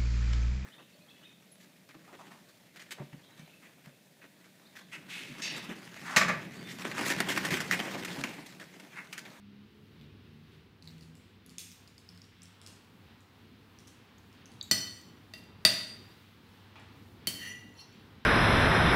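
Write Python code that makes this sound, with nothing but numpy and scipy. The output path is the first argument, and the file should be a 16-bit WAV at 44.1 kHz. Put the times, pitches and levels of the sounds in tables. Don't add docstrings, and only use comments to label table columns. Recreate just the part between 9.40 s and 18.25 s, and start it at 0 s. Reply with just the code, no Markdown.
import sys
import numpy as np
from scipy import signal
from scipy.fft import rfft, irfft
from scipy.io import wavfile

SR = 44100
rng = np.random.default_rng(int(sys.argv[2]) if len(sys.argv) > 2 else 0)


def unload_audio(sound):
    columns = np.transpose(np.atleast_2d(sound))
    steps = np.round(np.clip(columns, -1, 1) * 32767)
    wavfile.write(sys.argv[1], SR, steps.astype(np.int16))


def ratio_of_db(decibels):
    return 10 ** (np.asarray(decibels, float) / 20)


N = 390285


def rms_one(x):
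    return x / np.sqrt(np.mean(x ** 2) + 1e-20)


def at_hz(points, hz):
    table_hz, values = np.array(points).T
    return np.interp(np.log(hz + 1), np.log(table_hz), values)


def in_time(points):
    s, values = np.transpose(points)
    return np.interp(np.arange(N) / SR, s, values)


def drift(rate_hz):
    knots = rng.standard_normal(1000)
    return 1.2 * np.interp(np.arange(N) / SR * rate_hz, np.arange(1000), knots)


def ring(clicks, hz, t60):
    r, w = ratio_of_db(-60 / (t60 * SR)), 2 * np.pi * hz / SR
    return signal.lfilter([0, np.sin(w)], [1, -2 * r * np.cos(w), r * r], clicks + 1e-18)


def struck(modes):
    click = np.eye(1, SR)[0]
    out = np.zeros(SR)
    for k, (hz, db, t60) in enumerate(modes):
        sign = (-1) ** (k // 2)
        out += sign * ratio_of_db(db) * ring(click, hz, t60)
    return out


def band(x, low_hz, high_hz):
    return signal.sosfilt(signal.butter(2, [low_hz, high_hz], "band", fs=SR, output="sos"), x)


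def coloured(spectrum, size):
    hz = np.arange(size // 2 + 1) * SR / size
    shaped = rfft(rng.standard_normal(size)) * ratio_of_db(at_hz(spectrum, hz))
    return rms_one(irfft(shaped, size))


def add(out, sound, s):
    at = round(s * SR)
    out[at:at + len(sound)] += sound[:N - at]


# time in seconds, firing rate in Hz.
ENGINE_SPEED = [(0, 67), (.7, 72.4), (1.45, 80.1), (1.8, 81.1), (2.3, 87.65), (3.6, 88.5)]
# start in seconds, length in seconds, # level in dB of the 2nd multiple, level
# in dB of the 3rd multiple.
SURGES = [
    (-.03, 0.29, -86, -57),
    (.33, 0.11, -73, -64),
    (.58, 0.097, -57.5, -67),
    (.87, 0.18, -59.5, -62),
    (1.13, 0.09, -58.5, -78),
    (1.42, 0.32, -55, -68),
    (2.05, 0.271, -65, -71),
    (2.67, 0.11, -59.5, -84),
    (2.97, 0.13, -62, -68.5),
    (3.47, 0.088, -62, -87),
]


def engine():
    t = np.arange(N) / SR
    phase = 2 * np.pi * np.cumsum(in_time(ENGINE_SPEED)) / SR
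    recede_db = -8.5 * t
    second = ratio_of_db(-69 + recede_db)
    third = second
    edge_s = 0.031
    for s, length, second_db, third_db in SURGES:
        surge = np.clip(np.minimum(t - s, s + length + edge_s - t) / edge_s, 0, 1)
        second = second + ratio_of_db(second_db) * surge
        third = third + ratio_of_db(third_db) * surge
    upper = ratio_of_db(-68 + recede_db) * np.minimum(t / 0.36, 1)
    levels = [ratio_of_db(-9.5) * second, second, third, ratio_of_db(-14.5) * third, ratio_of_db(-0.5) * upper, upper]
    return 2 ** .5 * sum(level * np.sin((k + 1) * phase) for k, level in enumerate(levels))


def fridge_hum():
    hum_hz, hum_db = 98.4, -65.5
    level = ratio_of_db(hum_db + 2.2 * drift(6.4))
    return 2 ** .5 * level * np.sin(2 * np.pi * hum_hz * np.arange(N) / SR)


# frequency in Hz, density in dB per Hz.
AIR = [(34, -44), (52, -14.5), (95, -2.5), (140, -7), (230, -4.5), (330, -11), (450, -14), (600, -21.5),
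       (850, -17.5), (2400, -22), (4000, -22), (6000, -29), (9300, -32), (15500, -29)]
# time in seconds, level in dB about its mean.
BUSTLE = [(0, -7.5), (.55, -4.5), (1.2, -5.5), (2.2, -4.5), (3.7, -1.5), (5.1, 0), (5.7, 2), (6.7, 2.5),
          (7.2, 0.5), (7.8, 2.5), (8.3, 1.5), (8.85, 0)]
# level in dB, share of the bustle's swing.
LAYERS = [
    (-59, 0.84),
    (-69.5, 1),
    (-66.5, 0.4),
    (-74.5, .55),
]


def air():
    spectrum = rfft(coloured(AIR, N + N % 2)[:N])
    hz = np.arange(N // 2 + 1) * SR / N
    centres_hz = [350, 800, 2800, 7000]
    bustle_db = in_time(BUSTLE)
    parts = []
    for (db, share), weights in zip(LAYERS, np.eye(4)):
        part = irfft(spectrum * at_hz(list(zip(centres_hz, weights)), hz), N)
        parts.append(ratio_of_db(db + share * bustle_db + 1.7 * drift(7.0)) * rms_one(part))
    wash_db, wash_end_s, wash_fade_s = 4.5, 2.42, 0.9
    wash = ratio_of_db(wash_db * np.clip((wash_end_s - np.arange(N) / SR) / wash_fade_s, 0, 1))
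    return wash * parts[0] + sum(parts[1:])


def snaps(rows, bright_db, body_db):
    pitched, wide, t = np.zeros(N), np.zeros(N), np.arange(3000) / SR
    for s, peak_db, hz, spread_db in rows:
        burst = rng.standard_normal(3000)
        snap = burst * ratio_of_db(-60 * t / 0.0079)
        snap = snap / np.sqrt(np.sum(snap ** 2) / 100)
        splinters = 6.4 * burst * (rng.random(3000) < 220 / SR) * ratio_of_db(-60 * t / 0.12)
        splintered = snap + splinters
        tone = band(snap + 0.52 * splinters, hz * 0.85, min(hz * 1.077, 15000))
        spit = ratio_of_db(spread_db) * band(splintered, 2600, 9500)
        spit = spit + ratio_of_db(bright_db + 2.5) * band(splintered, 9500, 15000)
        body = ratio_of_db(body_db + 3) * band(snap, 2100, 4000)
        add(pitched, ratio_of_db(peak_db + 1.5) * tone, s)
        add(wide, ratio_of_db(peak_db - 3.0) * (spit + body), s)
    return np.array([pitched, wide])


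# start in seconds, peak in dB, centre in Hz, level of the wide spit in dB.
KNOCKS = [
    (0.5995, -59, 4230, -18),
    (0.6125, -51, 3940, -8),
    (1.1213, -66, 4410, 2),
    (4.9277, -59.5, 5050, 2),
]


def egg_knocks():
    return snaps(KNOCKS, bright_db=-16, body_db=5)


# start in seconds, peak in dB, centre in
# Hz, level of the wide spit in dB.
SHELL = [(1.4246, -41, 4760, -10.5), (1.4549, -46, 4840, -10), (1.4745, -29, 4330, -21),
         (1.506, -47, 5150, -11), (1.6095, -42, 4990, -10), (1.628, -46, 4750, -10),
         (1.7533, -52, 5400, 1.5), (2.0629, -48, 10700, -1.5), (2.0945, -46, 4960, -1),
         (2.1832, -31, 6500, 1.5), (2.4759, -48, 5130, -4), (2.58, -47.5, 5210, -3),
         (2.6897, -36.5, 5070, -13.5), (2.7481, -55, 5170, -1), (2.776, -44.5, 5060, -9),
         (2.8179, -42.5, 5600, -11), (2.842, -50, 5000, -8), (3.0195, -44.5, 5900, -8),
         (3.0319, -41.5, 8360, -7.5), (3.0555, -47, 5880, -13), (3.2155, -54, 8500, 8.5),
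         (3.2635, -40.5, 5200, -1.5), (4.3874, -45.5, 5620, -6.5), (4.4728, -44, 5960, -4.5),
         (5.0574, -43, 6100, -8.5), (5.1178, -49, 4630, -4), (7.3975, -49.5, 4070, -7.5)]


def shell_cracks():
    return snaps(SHELL, bright_db=-27, body_db=-18)


# start in seconds, peak in dB, centre in Hz, level of the wide spit in dB.
TEARS = [
    (1.5818, -55, 4330, 1),
    (2.1925, -32, 4500, -19),
    (2.1966, -36.5, 4640, -11),
    (2.2582, -57, 6340, -10),
    (2.3159, -42, 5560, -5),
    (2.328, -50, 5600, -12),
    (3.806, -56.5, 7750, 1.5),
]


def shell_tears():
    return snaps(TEARS, bright_db=-12, body_db=-10)


# start in seconds, peak in dB, centre in Hz.
CRUMBS = [(2.3093, -48, 6560), (3.3618, -54, 8370), (4.7825, -52.5, 6880), (5.2274, -39, 7600),
          (5.567, -50, 7600), (5.5874, -46.5, 8070), (5.6136, -48, 7110), (5.9808, -52, 12000),
          (6.0402, -55, 7600), (6.5254, -49, 8590), (8.2916, -58, 6930), (8.3397, -59, 7190),
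          (8.526, -57, 6880)]


def crumb_ticks():
    spread_db = -14
    rows = [(s, peak_db, hz, spread_db) for s, peak_db, hz in CRUMBS]
    return snaps(rows, bright_db=-14, body_db=-33.5)


# frequency in Hz, level in dB, t60 in seconds.
TAP = [(3830, -21, 0.011), (4480, -23, 0.0091), (3880, -50.5, 0.12), (6250, -39, 0.0057),
       (8070, -42, 0.00411)]


def light_touch():
    out, t = np.zeros(N), np.arange(3000) / SR
    fade = np.minimum(40 * (t[-1] - t), 1)
    add(out, struck(TAP)[:3000] * np.minimum(t / .001, 1) * fade, 5.2115)
    return out


# start in seconds, peak in dB, crack in dB, table thud in dB.
BLOWS = [
    (5.3118, -18.5, -1.5, -7),
    (5.9364, -40.5, -1.5, -5),
    (6.2500, -15, 3, -10),
    (7.871, -31, 7, 0),
]
SPLASH_DB = [13.7, 9.7, 4.7, 15.4]
CONTACT_DB = [4.5, 1.5, 5, -3]
# frequency in Hz, density in dB per Hz.
CRACK = [(300, -20.5), (700, -11.5), (1800, 0), (2450, 2), (4500, 4), (6500, -8.5), (9000, -14.5),
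         (12500, -25), (14300, -20.5), (15800, -22)]
# frequency in Hz, level in dB, t60 in seconds.
BOWL = [(4454, -4, 0.018), (6170, -9.5, 0.014)]
# frequency in Hz, level in dB, t60 in seconds.
TABLE = [(107.6, -11, 0.14), (186.3, -1, 0.051), (275.4, -7.5, 0.073), (361, -6.5, 0.05), (506, -13, 0.077),
         (738, -25, 0.079)]
PLATE_HZ = [645, 1240, 1925, 1965, 2742, 3052, 3095, 3240, 3660, 3715, 4295, 4405, 4490, 4610, 4700, 4752,
            4834, 5212, 5865, 5965, 7050, 7345, 8635, 8795, 10155, 10280, 11740, 11885, 14470, 14860]
# t60 in seconds, then strength in dB in each
STRENGTH = [(0.045, -16.0, -10.0, -9.0, -9.0), (0.11, -23.0, -22.0, -22.0, -23.0),
            (0.15, -15.0, -10.0, -23.0, -15.0), (0.085, -10.0, -9.0, -11.0, -21.0),
            (0.14, -37.0, -5.0, -15.0, -18.0), (0.3, -14.0, -24.0, -33.0, -7.0),
            (0.17, -20.0, -29.0, -23.0, -1.0), (0.098, -20.0, -31.0, -19.0, -8.0),
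            (0.095, -13.0, -10.0, -10.0, -41.0), (0.13, -37.0, -19.0, -5.0, -42.0),
            (0.11, -3.0, -18.0, -28.0, -13.0), (0.072, -2.0, -17.0, -28.0, 3.0),
                   (0.061, -4.0, -18.0, -7.0, 4.0), (0.09, -17.0, -21.0, -9.0, -12.0),
                   (0.09, -13.0, -6.0, -4.0, -10.0), (0.14, -12.0, -5.0, 1.0, -16.0),
                   (0.051, -23.0, -10.0, -6.0, -24.0), (0.096, -8.0, -17.0, -14.0, -21.0),
            (0.074, -5.0, -25.0, -19.0, -18.0), (0.075, -6.0, -20.0, -31.0, -12.0),
                  (0.1, -33.0, -32.0, -23.0, -17.0), (0.084, -9.0, -32.0, -37.0, -13.0),
                  (0.16, -15.0, -42.0, -13.0, -13.0), (0.09, -18.0, -31.0, -38.0, -7.0),
                  (0.125, -24.0, -29.0, -13.0, -10.0), (0.08, -19.0, -25.0, -30.0, -8.0),
                  (0.096, -20.0, -31.0, -17.0, -19.0), (0.061, -18.0, -28.0, -31.0, -4.0),
                  (0.045, -18.0, -29.0, -30.0, -8.0), (0.05, -18.0, -27.0, -31.0, -15.0)]


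def blows():
    out, t = np.zeros(N), np.arange(SR) / SR
    t60, *strengths_db = np.transpose(STRENGTH)
    t60 = np.minimum(t60, 0.3)
    contact = rms_one(band(np.eye(1, SR, 48)[0], 2800, 6000)) / 60
    contact = contact + struck(BOWL) * np.minimum(t / .001, 1)
    thud = struck(TABLE) * np.minimum(t / 0.008, 1)
    each = zip(BLOWS, strengths_db, SPLASH_DB, CONTACT_DB)
    for (s, peak_db, crack_db, thud_db), mode_db, splash_db, contact_db in each:
        crack = coloured(CRACK, SR) * (ratio_of_db(-60 * t / 0.011) + 0.22 * ratio_of_db(-60 * t / 0.21))
        crack = crack + ratio_of_db(splash_db) * band(crack, 9000, 22000)
        plate = struck(zip(PLATE_HZ, mode_db, t60)) + ratio_of_db(crack_db) * crack
        body = plate * np.minimum(t / 0.00079, 1)
        body = body + ratio_of_db(contact_db) * contact + ratio_of_db(thud_db + 2.5) * thud
        add(out, ratio_of_db(peak_db) * body, s)
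    return out


# start in seconds, level in dB, low edge in Hz, high edge in Hz.
BRUSH = (7.357, -42, 603.5, 2599.5)


def hand_brush():
    out, t = np.zeros(N), np.arange(3000) / SR
    s, db, low_hz, high_hz = BRUSH
    add(out, ratio_of_db(db - 60 * t / 0.13) * band(rng.standard_normal(3000), low_hz, high_hz), s)
    return out


# start in seconds, press-in in seconds, hold in seconds,
# level in dB, lift-off in dB per second.
STROKES = [
    (7.961, 0.061, 0.06, -41.5, 240),
    (8.356, 0.047, .004, -51.5, 383),
]
DRAG_HZ = [
    [1865, 1960, 2824, 3098, 4340, 5895, 5986, 6907, 9063, 10380, 12100],
    [2740, 3068, 4105, 4258, 4476, 5469, 5782, 5970, 10200],
]
# width in Hz, level in dB, lag in seconds.
DRAG_MODES = [
    [(50, -2.5, -0.018), (44.3, 0, 0.021), (90, -2.5, 0.012), (60, -5, -0.011), (150, -10, -0.035),
     (50, -8.5, .01), (60.5, -8, 0.01), (50, -19, .02), (40, -22, .03), (150, -15, 0.016),
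     (150, -30.5, .01)],
    [(40, -4, -0.014), (50, -6, -0.014), (40, -6.5, .02), (70, 1, -0.013), (70, -4.5, 0.0065),
     (90, -2, 0.0072), (90, -4, -0.00094), (90, -8.5, 0.037), (200, -13, -.01)],
]


def drags():
    out, t = np.zeros(N), np.arange(N) / SR
    slips_per_s, touch_db = 1500, -12
    for (s, press_s, hold_s, level_db, lift), pitches, modes in zip(STROKES, DRAG_HZ, DRAG_MODES):
        slips = (rng.random(N) < slips_per_s / SR) * rng.standard_normal(N)
        weight_db = touch_db * np.clip(1 - (t - s) / press_s, 0, 1)
        weight_db = weight_db - lift * np.maximum(t - s - press_s - hold_s, 0)
        pushed = (t > s) * ratio_of_db(level_db + weight_db - 4.5) * rms_one(slips)
        for hz, (width, db, lag) in zip(pitches, modes):
            late = np.roll(pushed, round(lag * SR))
            out += 2.12 * ratio_of_db(db) * (width / SR) ** .5 * ring(late, hz, 3.6 / width)
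        out += 0.31 * band(pushed, 1740, 15000)
    return out


# frequency in Hz, t60 in seconds.
ROOM_T60 = [(100, 0.96), (650, 0.68), (1500, 0.7), (4000, 0.61), (12000, 0.52)]


def room(x):
    t, edges = np.arange(SR) / SR, 60 * 2. ** np.arange(9)
    echoes = np.zeros(SR)
    for low, high in zip(edges, edges[1:]):
        t60 = at_hz(ROOM_T60, (low * high) ** .5)
        echoes += band(rng.standard_normal(SR), low, high) * ratio_of_db(-60 * t / t60)
    echoes *= np.clip((t - .003) / 0.0027, 0, 1)
    return signal.fftconvolve(x, echoes / np.sqrt(np.sum(echoes ** 2)))[:N]


def scene():
    background = engine() + fridge_hum() + air()
    pitched, wide = egg_knocks() + shell_cracks() + shell_tears() + crumb_ticks()
    pitched = pitched + light_touch()
    wide = wide + hand_brush()
    hits = blows() + drags()
    wet = room(ratio_of_db(-6) * hits + ratio_of_db(-9.5) * pitched + ratio_of_db(0.5) * wide)
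    return (hits + pitched + wide + wet + background)[None]


def top_cut(x):
    return signal.sosfilt(signal.butter(12, 16800, fs=SR, output="sos"), x)


def record(dry):
    low_pass = signal.cheby2(14, 27, 15950, fs=SR, output="sos")
    finished = signal.sosfilt(low_pass, dry)
    return top_cut(finished)


dry = scene()
out = record(dry)
unload_audio(out)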